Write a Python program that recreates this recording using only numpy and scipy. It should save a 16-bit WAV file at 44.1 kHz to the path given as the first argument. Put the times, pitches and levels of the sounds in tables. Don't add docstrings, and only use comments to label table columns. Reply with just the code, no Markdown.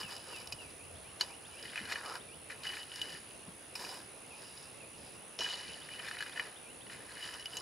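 import sys
import numpy as np
from scipy import signal
from scipy.io import wavfile
from scipy.ndimage import uniform_filter1d

SR = 44100
rng = np.random.default_rng(int(sys.argv[2]) if len(sys.argv) > 2 else 0)


def output_pcm(signal):
    pcm = np.clip(np.atleast_2d(signal).T, -1, 1) * 32767
    wavfile.write(sys.argv[1], SR, np.round(pcm).astype(np.int16))


def undo_db(level):
    steps = np.asarray(level, float) / 20
    return 10 ** steps


N = 335600


def evened(x):
    return x / np.sqrt(np.mean(x ** 2) + 1e-20)


def read(points, hz):
    f, value = np.transpose(points)
    return np.interp(np.log(hz + 1), np.log(f + 1), value)


def add(mix, s, sound):
    part = mix[round(s * SR):][:len(sound)]
    part += sound[:len(part)]


def panned(x, pan_db):
    return x * undo_db(np.array([[pan_db / 2], [-pan_db / 2]]))


def tail(x, t60, start_s):
    t = np.arange(SR // 2) / SR
    taps = rng.standard_normal((2, len(t))) * (rng.random((2, len(t))) < .06)
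    taps = taps * undo_db(-60 * t / t60) * (t > start_s)
    return signal.fftconvolve(x[None], taps / np.linalg.norm(taps[0]), axes=1)[:, :N]


def ring(x, hz, t60):
    r = 10 ** (-3 / (max(t60, .002) * SR))
    w = 2 * np.pi * hz / SR
    return signal.lfilter([0, np.sin(w)], [1, -2 * r * np.cos(w), r * r], x)


def rake():
    # (frequency [Hz], level [dB], time to fall 60 dB [s])
    bed = [(436, -2, 0.012), (790, -4, 0.015), (986, -1, 0.019), (1340, 2.5, 0.007)]
    stones = [(1360, -2, 0.011), (1460, -6, 0.025), (1628, 4.5, 0.019), (1700, 0, 0.027), (1830, 2, 0.023),
              (1990, -1, 0.017), (2100, -5, 0.015), (2440, 2, 0.019)]
    long_tines = [(2475, 1, 0.022), (2950, 1, 0.048), (3000, -6, 0.022), (3120, -12, 0.02)]
    short_tines = [(3750, 6.5, 0.0058), (3980, -1.5, 0.021), (4290, -3, 0.013), (4680, -8, 0.034),
                   (4930, -6, 0.02), (5056, 3.5, 0.012), (5290, -6, 0.017), (5495, -7.5, 0.029),
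                   (5750, -3.5, 0.012), (6350, -17.5, 0.07), (6920, -1, 0.013), (8550, -0.5, 0.0054),
                   (13100, -43, .012)]
    part_pan_db = [
        -1.5,
        2.3,
        0.79,
        0.13,
    ]
    *levels_db, tine_hz, stone_hz, sand_db = strokes()

    clumps = evened(uniform_filter1d(rng.standard_normal(N), 350))
    contacts_per_s = 3800 * undo_db(2.5 * clumps)
    at = np.flatnonzero(rng.random(N) < contacts_per_s / SR)
    sizes = undo_db(2.31 * np.minimum(rng.exponential(1, len(at)), 4))

    when, db, stones_db, long_db, low_hz, high_hz = knocks(tine_hz)
    bed_db = 0.47 * stones_db - 11
    knock_db = db + np.array([bed_db, stones_db, long_db, 0 * db])
    lag = .0022 * rng.exponential(1, (len(when), 12)) * (np.arange(12) > 0)
    bounce = undo_db(-1000 * lag - 6.0 * (lag > 0))
    bounce_at = np.minimum(((when[:, None] + lag) * SR).astype(int), N - 1)

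    # (tones, favoured Hz in strokes, favoured Hz in knocks, width in log frequency, lumpiness dB)
    parts = [(bed, stone_hz, low_hz, .2, 3.0), (stones, stone_hz, low_hz, .14, 3.0),
             (long_tines, np.full(N, 2960.0), low_hz, .08, 1.5), (short_tines, tine_hz, high_hz, .08, 2.0)]
    dry = np.zeros((2, N))
    for k, (modes, stroke_hz, knock_hz, width, lumpy_db) in enumerate(parts):
        rub = rubbing(modes, levels_db[k][at], stroke_hz[at], width, lumpy_db, at)
        blow = striking(modes, knock_db[k], knock_hz)
        part = ringing_part(modes, at, rub * sizes, bounce_at, blow[:, :, None] * bounce)
        dry += panned(part, part_pan_db[k])
    soft_hz = 8800
    dry = signal.sosfilt(signal.butter(2, soft_hz, fs=SR, output="sos"), dry)

    specks = np.zeros(N)
    specks[at] = undo_db(levels_db[3][at] + sand_db[at] - 12.0) * sizes
    knock_grit = undo_db(db + sand_db[bounce_at[:, 0]] - 10.0)
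    np.add.at(specks, bounce_at, knock_grit[:, None] * bounce)
    dry += grit(specks)
    return dry + undo_db(-14.5) * tail(dry.mean(0), 0.063, .004)


def favour(hz, centre_hz, width, lift_db):
    return undo_db(lift_db * np.exp(-(np.log(hz / centre_hz) / width) ** 2))


def rubbing(modes, level_db, stroke_hz, width, lumpy_db, at):
    hz, mode_db, t60 = np.transpose(modes)[:, :, None]
    tumble_db = lumpy_db * evened(uniform_filter1d(rng.standard_normal(N), 220))[at]
    tumble_db = tumble_db - 0.14 * lumpy_db ** 2
    chance_db = 2.0 * np.minimum(rng.exponential(1, len(at)), 4)
    rub = undo_db(mode_db) * favour(hz, stroke_hz, width, 6.9)
    loudness = np.sqrt((rub ** 2 * t60 / 0.028).sum(0))
    return rub * undo_db(level_db + tumble_db - 13.0 + chance_db) / loudness


def striking(modes, knock_db, knock_hz):
    hz, mode_db, t60 = np.transpose(modes)[:, :, None]
    blow = undo_db(mode_db) * np.sqrt(t60) * favour(hz, knock_hz, .07, 11.0)
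    return blow * undo_db(knock_db - 5.0) / np.sqrt((blow ** 2).sum(0))


def ringing_part(modes, at, rubs, bounce_at, blows):
    out = np.zeros(N)
    for (hz, _, t60), rub, blow in zip(modes, rubs, blows):
        push = np.zeros(N)
        push[at] = rub * rng.standard_normal(len(at))
        np.add.at(push, bounce_at, blow * rng.choice([-1., 1.], blow.shape))
        out += ring(push, hz, t60)
    lowest_hz = min(hz for hz, _, _ in modes)
    return signal.sosfilt(signal.butter(2, lowest_hz * 0.68, "high", fs=SR, output="sos"), out)


def grit(specks):
    swell = np.sqrt(signal.lfilter([1], [1, -.97], specks ** 2))
    hiss = rng.standard_normal((2, N)) * swell
    band = signal.butter(2, [6500, 12400], "band", fs=SR, output="sos")
    return signal.sosfilt(band, hiss + 0.45 * hiss[::-1]) * 0.28


def strokes():
    # (start [s], rise [s], hold [s], fall [s], pressure [dB])
    skims = [
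        (0, 0.0006, 0.0044, 0.12, -40.5),
        (.03, 0.071, 0.025, 0.24, -46.5),
        (.12, 0.16, 0.12, 0.28, -51),
        (.45, .14, .02, 0.24, -57),
        (1.21, 0.018, .01, 0.25, -49.5),
        (7.4, 0.14, 0.2, 0.17, -49.5),
    ]
    combs = [
        (1.252, 0.32, 0.25, .2, -59),
        (2.796, 0.16, 0.17, 0.24, -52.5),
        (2.99, 0.1, 0.054, 0.13, -64),
        (2.6, 0.046, 0.15, 0.15, -51),
        (5.447, 0.18, 0.34, 0.23, -59.5),
        (7.046, 0.2, 0.018, 0.32, -49.5),
    ]
    pulls = [
        (1.43, 0.24, 0.024, 0.17, -57.5),
        (1.595, 0.17, 0.018, 0.47, -49),
        (1.778, .14, .01, 0.16, -42),
        (6.2, 0.18, 0.076, 0.22, -53),
        (2.487, 0.014, .005, 0.12, -47.5),
        (2.612, 0.043, 0.1, 0.096, -49.5),
        (5.803, 0.23, 0.1, 0.17, -48),
        (6.054, 0.16, 0.036, 0.39, -49.5),
        (6.865, 0.046, 0.011, 0.29, -51),
        (6.947, 0.17, 0.047, 1, -53),
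    ]
    shoves = [
        (1.798, 0.11, 0.034, 0.29, -55),
        (1.846, 0.22, 0.11, 0.03, -48.5),
        (6.143, 0.24, 0.053, .13, -55.5),
        (7.22, 0.12, 0.017, 0.16, -56.5),
        (7.465, 0.6, 0.15, 0.3, -51),
    ]
    digs = [
        (1.195, 0.013, 0.0062, 0.052, -37.5),
        (5.38, 0.012, 0.085, 0.55, -42.5),
        (5.412, 0.099, 0.052, 0.27, -48.5),
    ]
    sweeps = [
        (3.746, 0.012, 0.01, 0.17, -45),
        (3.761, 0.043, 0.14, 0.21, -47),
    ]
    glides = [
        (4.2, 0.2, 0.23, 0.36, -55.5),
        (4.9, 0.087, 0.17, 0.1, -60.5),
    ]
    # (bed [dB], loose stones [dB], long tines [dB], short tines [dB])
    stirs = [
        (-4.5, -8.5, -7, -2),
        (-6.5, 0.5, 2, 0.5),
        (-9, 1, -7, -4),
        (3.5, -2.5, -11, -2.5),
        (-8, -5, -4, -1.5),
        (-5, -6, -9.5, -1),
        (-10, -12, -15, -2),
    ]
    # (tine pitch [Hz], moving stones' pitch [Hz], share of fine grit [dB])
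    touches = [
        (4910, 1780, 8.5),
        (4700, 1910, 8),
        (4350, 2140, 7),
        (4900, 1410, 7),
        (4460, 2000, 0),
        (5050, 900, 9),
        (5000, 1800, 7),
    ]
    ramp_db, rest_db = 29.5, -80

    t = np.arange(0, N / SR + .002, .001)
    push = np.zeros((len(stirs), len(t)))
    for k, rows in enumerate([skims, combs, pulls, shoves, digs, sweeps, glides]):
        for start, rise, hold, fall, db in rows:
            rise, fall = max(rise, .001), max(fall, .001)
            since_top = t - start - rise
            up = np.minimum(since_top / rise, 0)
            down = np.maximum((since_top - max(hold, 0)) / fall, 0)
            push[k] += undo_db(db + ramp_db * (up - down)) ** 2
    push += undo_db(rest_db) ** 2 / 4
    levels_db = 10 * np.log10(undo_db(np.transpose(stirs)) ** 2 @ push)
    touch = np.transpose(touches) @ push / push.sum(0)
    return [np.interp(np.arange(N) / SR, t, row) for row in (*levels_db, *touch)]


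def knocks(tine_hz):
    # (time [s], short tines peak [dB], long tines against it [dB], tine pitch [Hz])
    tine_knocks = [(.0316, -38.5, 6.5, 5050), (.1301, -58, -9, 4870), (.3621, -37, -6, 5700),
                   (.417, -43, -19, 5160), (.4723, -35.5, -11, 5450), (1.1982, -36, -17, 5500),
                   (1.2096, -17, -4.5, 4290), (1.2155, -25.5, -16, 4680), (2.0602, -35, 3, 5090),
                   (2.6343, -37, -1.5, 4300), (2.8305, -38.5, -3, 3780), (2.9582, -32, -13, 5140),
                   (3.0155, -27.5, -0.5, 3750), (3.1218, -37, -8, 4900), (3.3084, -48, -5.5, 6700),
                   (.165, -36.5, -8, 5140), (3.8905, -54, -8, 4860), (5.3896, -27, -4, 5900),
                   (5.4066, -28, -19, 5400), (5.434, -29, -12, 4900), (5.443, -31.5, 2, 4900),
                   (6.1867, -36.5, -2, 3950), (7.3238, -43, -1, 4980), (7.339, -35, 1, 5850),
                   (7.3961, -39.5, -6, 5300), (7.457, -34, 4, 5200), (7.5692, -27, -4.5, 6950),
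                   (1.6262, -36, -5, 5010), (7.5528, -43, -11, 4960), (3.759, -34.5, -16, 5050),
                   (3.773, -47, -12, 5050), (3.81, -38, -14, 5000), (3.829, -39, -12, 5050),
                   (4.42, -45, -15, 5200), (4.575, -43, -15, 5070), (4.61, -55, -15, 5100),
                   (5.07, -50, -15, 5050), (7.407, -43, -6, 5700), (2.672, -40, -4, 4800)]
    end_knocks = [
        (.5232, -28.5, -2.5, 5050),
        (.526, -34, -13, 6920),
        (.7023, -47, -3, 4760),
        (3.7539, -29, -6, 5030),
        (3.8486, -35, 1.5, 4760),
    ]
    # (time [s], peak [dB])
    pings = [(1.654, -37.5), (1.681, -44), (1.8145, -44), (2.668, -34), (2.6907, -37), (2.723, -41),
             (2.753, -42), (2.9176, -36), (2.9421, -43), (2.993, -38), (3.029, -47), (3.0824, -45),
             (3.0928, -38), (5.4063, -33.5), (5.462, -38), (5.486, -28), (5.499, -34), (5.507, -33.5),
             (5.5395, -32), (5.5896, -41), (5.6423, -44), (5.6941, -47), (5.741, -41.5), (5.9366, -38),
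             (5.994, -34.5), (7.1518, -53), (7.2247, -41), (7.2466, -39), (7.4256, -42), (7.507, -46.5),
             (7.5334, -39.5)]
    # (time [s], peak [dB], short tines against it [dB], stone pitch [Hz])
    clacks = [(1.652, -37.5, -8, 2000), (1.7327, -34.5, -22, 2010), (1.7577, -27.5, -14, 2440),
              (1.8978, -36, -1, 1830), (1.777, -28, -19, 2380), (1.79, -39, -15, 1700),
              (1.814, -49, -10, 1600), (1.983, -40, -2, 1820), (2.138, -46, -9, 1430),
              (2.691, -48, 7, 1830), (3.16, -41.5, -18, 1460), (1.922, -24.5, -7, 2020),
              (1.9566, -28, -10, 1720), (2.118, -48, -10, 1400), (2.1545, -34.5, -1.5, 1600),
              (2.5021, -35, -16, 2500), (5.463, -28, -9, 1700), (6.0845, -33.5, -1, 1820),
              (6.112, -32.5, -15, 1700), (6.062, -38, -22, 1770), (6.169, -36, -17, 1830),
              (6.036, -39, -14, 1830), (6.2063, -29, -8, 1700), (6.2245, -29, -7, 1620),
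              (6.2948, -34.5, -10, 1980), (6.3743, -29.5, -13, 1830), (6.396, -23.5, -15, 1900),
              (6.867, -43, -9, 1830), (6.898, -37, -15, 1830), (1.837, -46, -12, 1550),
              (1.853, -37, -2, 1600), (1.916, -39, -10, 1920), (2.0103, -36.5, -13, 1460),
              (2.037, -49, -17, 1510), (2.097, -49, 9, 1400), (2.652, -37, -8, 1790),
              (2.769, -32, -9, 1780), (3.792, -40.5, 0, 1000), (3.888, -53, -11, 1000),
              (5.42, -38, -10, 1750), (6.263, -33, -10, 2010), (6.3593, -33, -17, 1700),
              (6.423, -38, -12, 1790), (7.1064, -44, -16, 1750), (7.17, -40, -7, 1790),
              (7.195, -46, -12, 1850), (2.499, -41.5, -12, 1750), (2.513, -45, -11, 1780),
              (6.37, -36, -12, 1660), (5.446, -38, -10, 1000)]
    middle_hz, end_hz = 2950, 2440
    under_tines_db = -17
    short_under_ping_db, long_under_clack_db = -11, -8

    rows = []
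    for blows, low_hz in ((tine_knocks, middle_hz), (end_knocks, end_hz)):
        for s, db, long_db, high_hz in blows:
            rows.append((s, db, under_tines_db, long_db, low_hz, high_hz))
    for s, db in pings:
        rows.append((s, db + short_under_ping_db, under_tines_db / 2, -short_under_ping_db,
                     middle_hz, tine_hz[int(s * SR)]))
    for s, db, short_db, hz in clacks:
        rows.append((s, db + short_db, -short_db, long_under_clack_db - short_db,
                     hz, tine_hz[int(s * SR)]))
    return np.transpose(rows)


def steps():
    # (time [s], peak [dB], pitch [Hz], time to fall 60 dB [s])
    thuds = [
        (0.032, -47, 185, 0.15),
        (0.528, -33, 94, 0.076),
        (1.798, -43.5, 235, 0.19),
        (3.13, -44, 198, 0.1),
        (3.471, -37.5, 190, 0.082),
        (5.029, -42, 216, 0.075),
        (5.389, -27, 530, 0.046),
    ]
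    out, t = np.zeros(N), np.arange(SR // 5) / SR
    for s, db, hz, t60 in thuds:
        puff = evened(ring(rng.standard_normal(len(t)), hz, 6.2 / hz))
        add(out, s, undo_db(db - 60 * t / t60) * np.minimum(t / 0.018, 1) * puff)
    return out


def insect():
    # (time [s], wing strokes gained on a steady beat [strokes])
    wing_lag = [(0.0, -0.49), (0.8, -0.79), (1.6, -1.08), (2.4, -1.27), (3.2, -1.41), (4.0, -1.4),
                (4.8, -1.43), (5.6, -1.35), (6.4, -1.22), (7.2, -1.11), (7.6, -1.06)]
    # (share of the cycle [cycles], pitch [Hz], level [dB])
    wing = [
        (-.35, 9750, -20),
        (-.27, 9880, -3),
        (-.17, 10130, 0),
        (-.02, 10400, -1),
        (.1, 10310, 0),
        (.22, 9900, -1),
        (.32, 9450, -2),
        (.4, 9250, -20),
    ]
    wing_per_s, insect_db = 68.8, -58
    t = np.arange(N) / SR
    turns = wing_per_s * t + np.interp(t, *np.transpose(wing_lag)) + .5
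    share, hz, db = np.transpose(wing)
    u, stroke = turns % 1 - .5, (turns - turns.min()).astype(int)
    chance = rng.standard_normal((stroke.max() + 1, 2))
    pitch = np.interp(u, share, hz) * (1 + 0.00397 * chance[stroke, 0])
    level = undo_db(np.interp(u, share, db) + 0.29 * chance[stroke, 1])
    rasp = 1 + 0.17 * evened(uniform_filter1d(rng.standard_normal(N), 60))
    tone = np.sin(2 * np.pi * np.cumsum(pitch) / SR) * level * rasp
    tone = evened(tone) * undo_db(insect_db)
    return panned(tone, -6.0) + undo_db(-32) * tail(tone, 0.16, 0.0016)


def birds():
    # (delay [s], length [s], start [Hz], middle [Hz], end [Hz], level [dB])
    rising = [
        (0, .08, 2306, 2630, 3100, 5),
        (.155, 0.028, 2907, 3450, 3740, 6),
    ]
    falling = [
        (0.0018, 0.062, 2950, 2710, 2610, 4.5),
        (.055, 0.048, 2550, 2400, 2200, -1),
    ]
    dipping = [
        (0, 0.023, 2120, 2110, 2120, -9),
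        (.06, 0.069, 2790, 2430, 2640, -4.5),
        (.198, .028, 3050, 2850, 2790, -8),
    ]
    slow_fall = [
        (0.0098, .105, 2950, 2720, 3200, 0),
    ]
    # (time [s], level [dB])
    rising_at = [(0.792, -67), (1.037, -66), (1.288, -63), (1.531, -63), (1.785, -72), (2.041, -64),
                 (5.656, -60), (5.903, -59), (6.157, -62), (6.4, -63), (6.65, -63)]
    last_rise = [
        (2.278, -64.5),
    ]
    falling_at = [
        (0.022, -56),
        (0.309, -56.5),
        (0.578, -59),
    ]
    dipping_at = [
        (4.241, -52),
        (4.738, -53),
    ]
    slow_fall_at = [
        (5.13, -63),
    ]

    hidden, clear = np.zeros((2, N))
    for song, times, place in ((rising, rising_at, clear), (rising[:1], last_rise, clear),
                               (falling, falling_at, hidden), (dipping, dipping_at, clear),
                               (slow_fall, slow_fall_at, clear)):
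        for s, song_db in times:
            for delay, length, *hz, db in song:
                add(place, s + delay, whistle(length, hz, song_db + db))
    behind_trees = undo_db(-4.0) * panned(hidden, .5) + tail(hidden, 0.14, .001)
    in_open = panned(clear, .5) + undo_db(-18.0) * tail(clear, 0.078, .001)
    return behind_trees + in_open + undo_db(-7.0) * tail(hidden + clear, 0.35, 0.015)


def whistle(length, hz, db):
    u = np.linspace(0, 1, round(length * SR))
    drift = uniform_filter1d(rng.standard_normal((2, 6000)), 250) * np.sqrt(250)
    wobble, flutter = drift[:, :len(u)]
    eased = np.clip(u - 0.067 * np.sin(2 * np.pi * u), 0, 1)
    pitch = np.polyval(np.polyfit([0, .5, 1], hz, 2), eased)
    tone = np.sin(2 * np.pi * np.cumsum(pitch * (1 + 0.0087 * wobble)) / SR)
    tone = tone * undo_db(db + 1.8 * flutter - 1.6 * u)
    return np.sqrt(2) * tone * signal.windows.tukey(len(u), .35)


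def motor():
    # (time [s], level [dB])
    loudness = [
        (0, -77),
        (.8, -62),
        (1.298, -67.5),
        (3.5, -74),
        (7.61, -82),
    ]
    hum = ring(ring(rng.standard_normal((2, N)), 85.0, 0.17), 73, 0.049)
    level_db = np.interp(np.arange(N) / SR, *np.transpose(loudness))
    return evened(hum + 1.6 * hum[::-1]) * undo_db(level_db)


def yard():
    # (frequency [Hz], level per Hz [dB])
    air_colour = [(20, -43), (70, -2), (140, 0), (200, -2.5), (500, 0.5), (860, -4.5), (1800, -9),
                  (2780, -9.5), (5000, -16), (7600, -18), (10300, -10), (10900, -21.5), (12500, -29),
                  (15700, -27)]
    # (frequency [Hz], likeness [0 to 1])
    likeness = [
        (60, 1),
        (150, 0.69),
        (380, 0.41),
        (950, 0.37),
        (2380, 0.39),
        (5980, 0.68),
        (15000, 0.57),
    ]
    # (centre [Hz], width [Hz], level [dB])
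    chorus = [
        (2680, 230, -66.5),
        (9520, 500, -66),
    ]
    air_db = -53.5
    frames, hz = N // 256 + 5, np.fft.rfftfreq(1024, 1 / SR)
    a, b, c, d, patches = rng.standard_normal((frames, 513, 5)).T
    patches = evened(uniform_filter1d(uniform_filter1d(patches, 10, 0), 14, 1))
    size = undo_db(air_db) * evened(undo_db(read(air_colour, hz)))
    for centre, width, db in chorus:
        size = np.hypot(size, undo_db(db) * evened(np.exp(-((hz - centre) / width) ** 2)))
    same = np.clip(read(likeness, hz), -1, 1)[:, None]
    left = a + 1j * b
    right = same * left + np.sqrt(1 - same ** 2) * (c + 1j * d)
    spectra = np.array([left, right]) * size[:, None] * undo_db(1.46 * patches)
    sound = signal.istft(spectra, nperseg=1024, noverlap=768)[1][:, :N]
    return evened(sound) * np.sqrt(np.mean(size ** 2))


def scene():
    return rake() + steps() + insect() + birds() + motor() + yard()


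def band_limit(x):
    return signal.sosfilt(signal.butter(12, 15810, fs=SR, output="sos"), x)


def record(dry):
    band = signal.sosfilt(signal.butter(2, 50, "high", fs=SR, output="sos"), dry)
    top_cut = signal.firwin(901, 15720, window=("kaiser", 9), fs=SR)
    band = signal.oaconvolve(band, top_cut[None], "same")
    return band_limit(band)


dry = scene()
out = record(dry)
output_pcm(out)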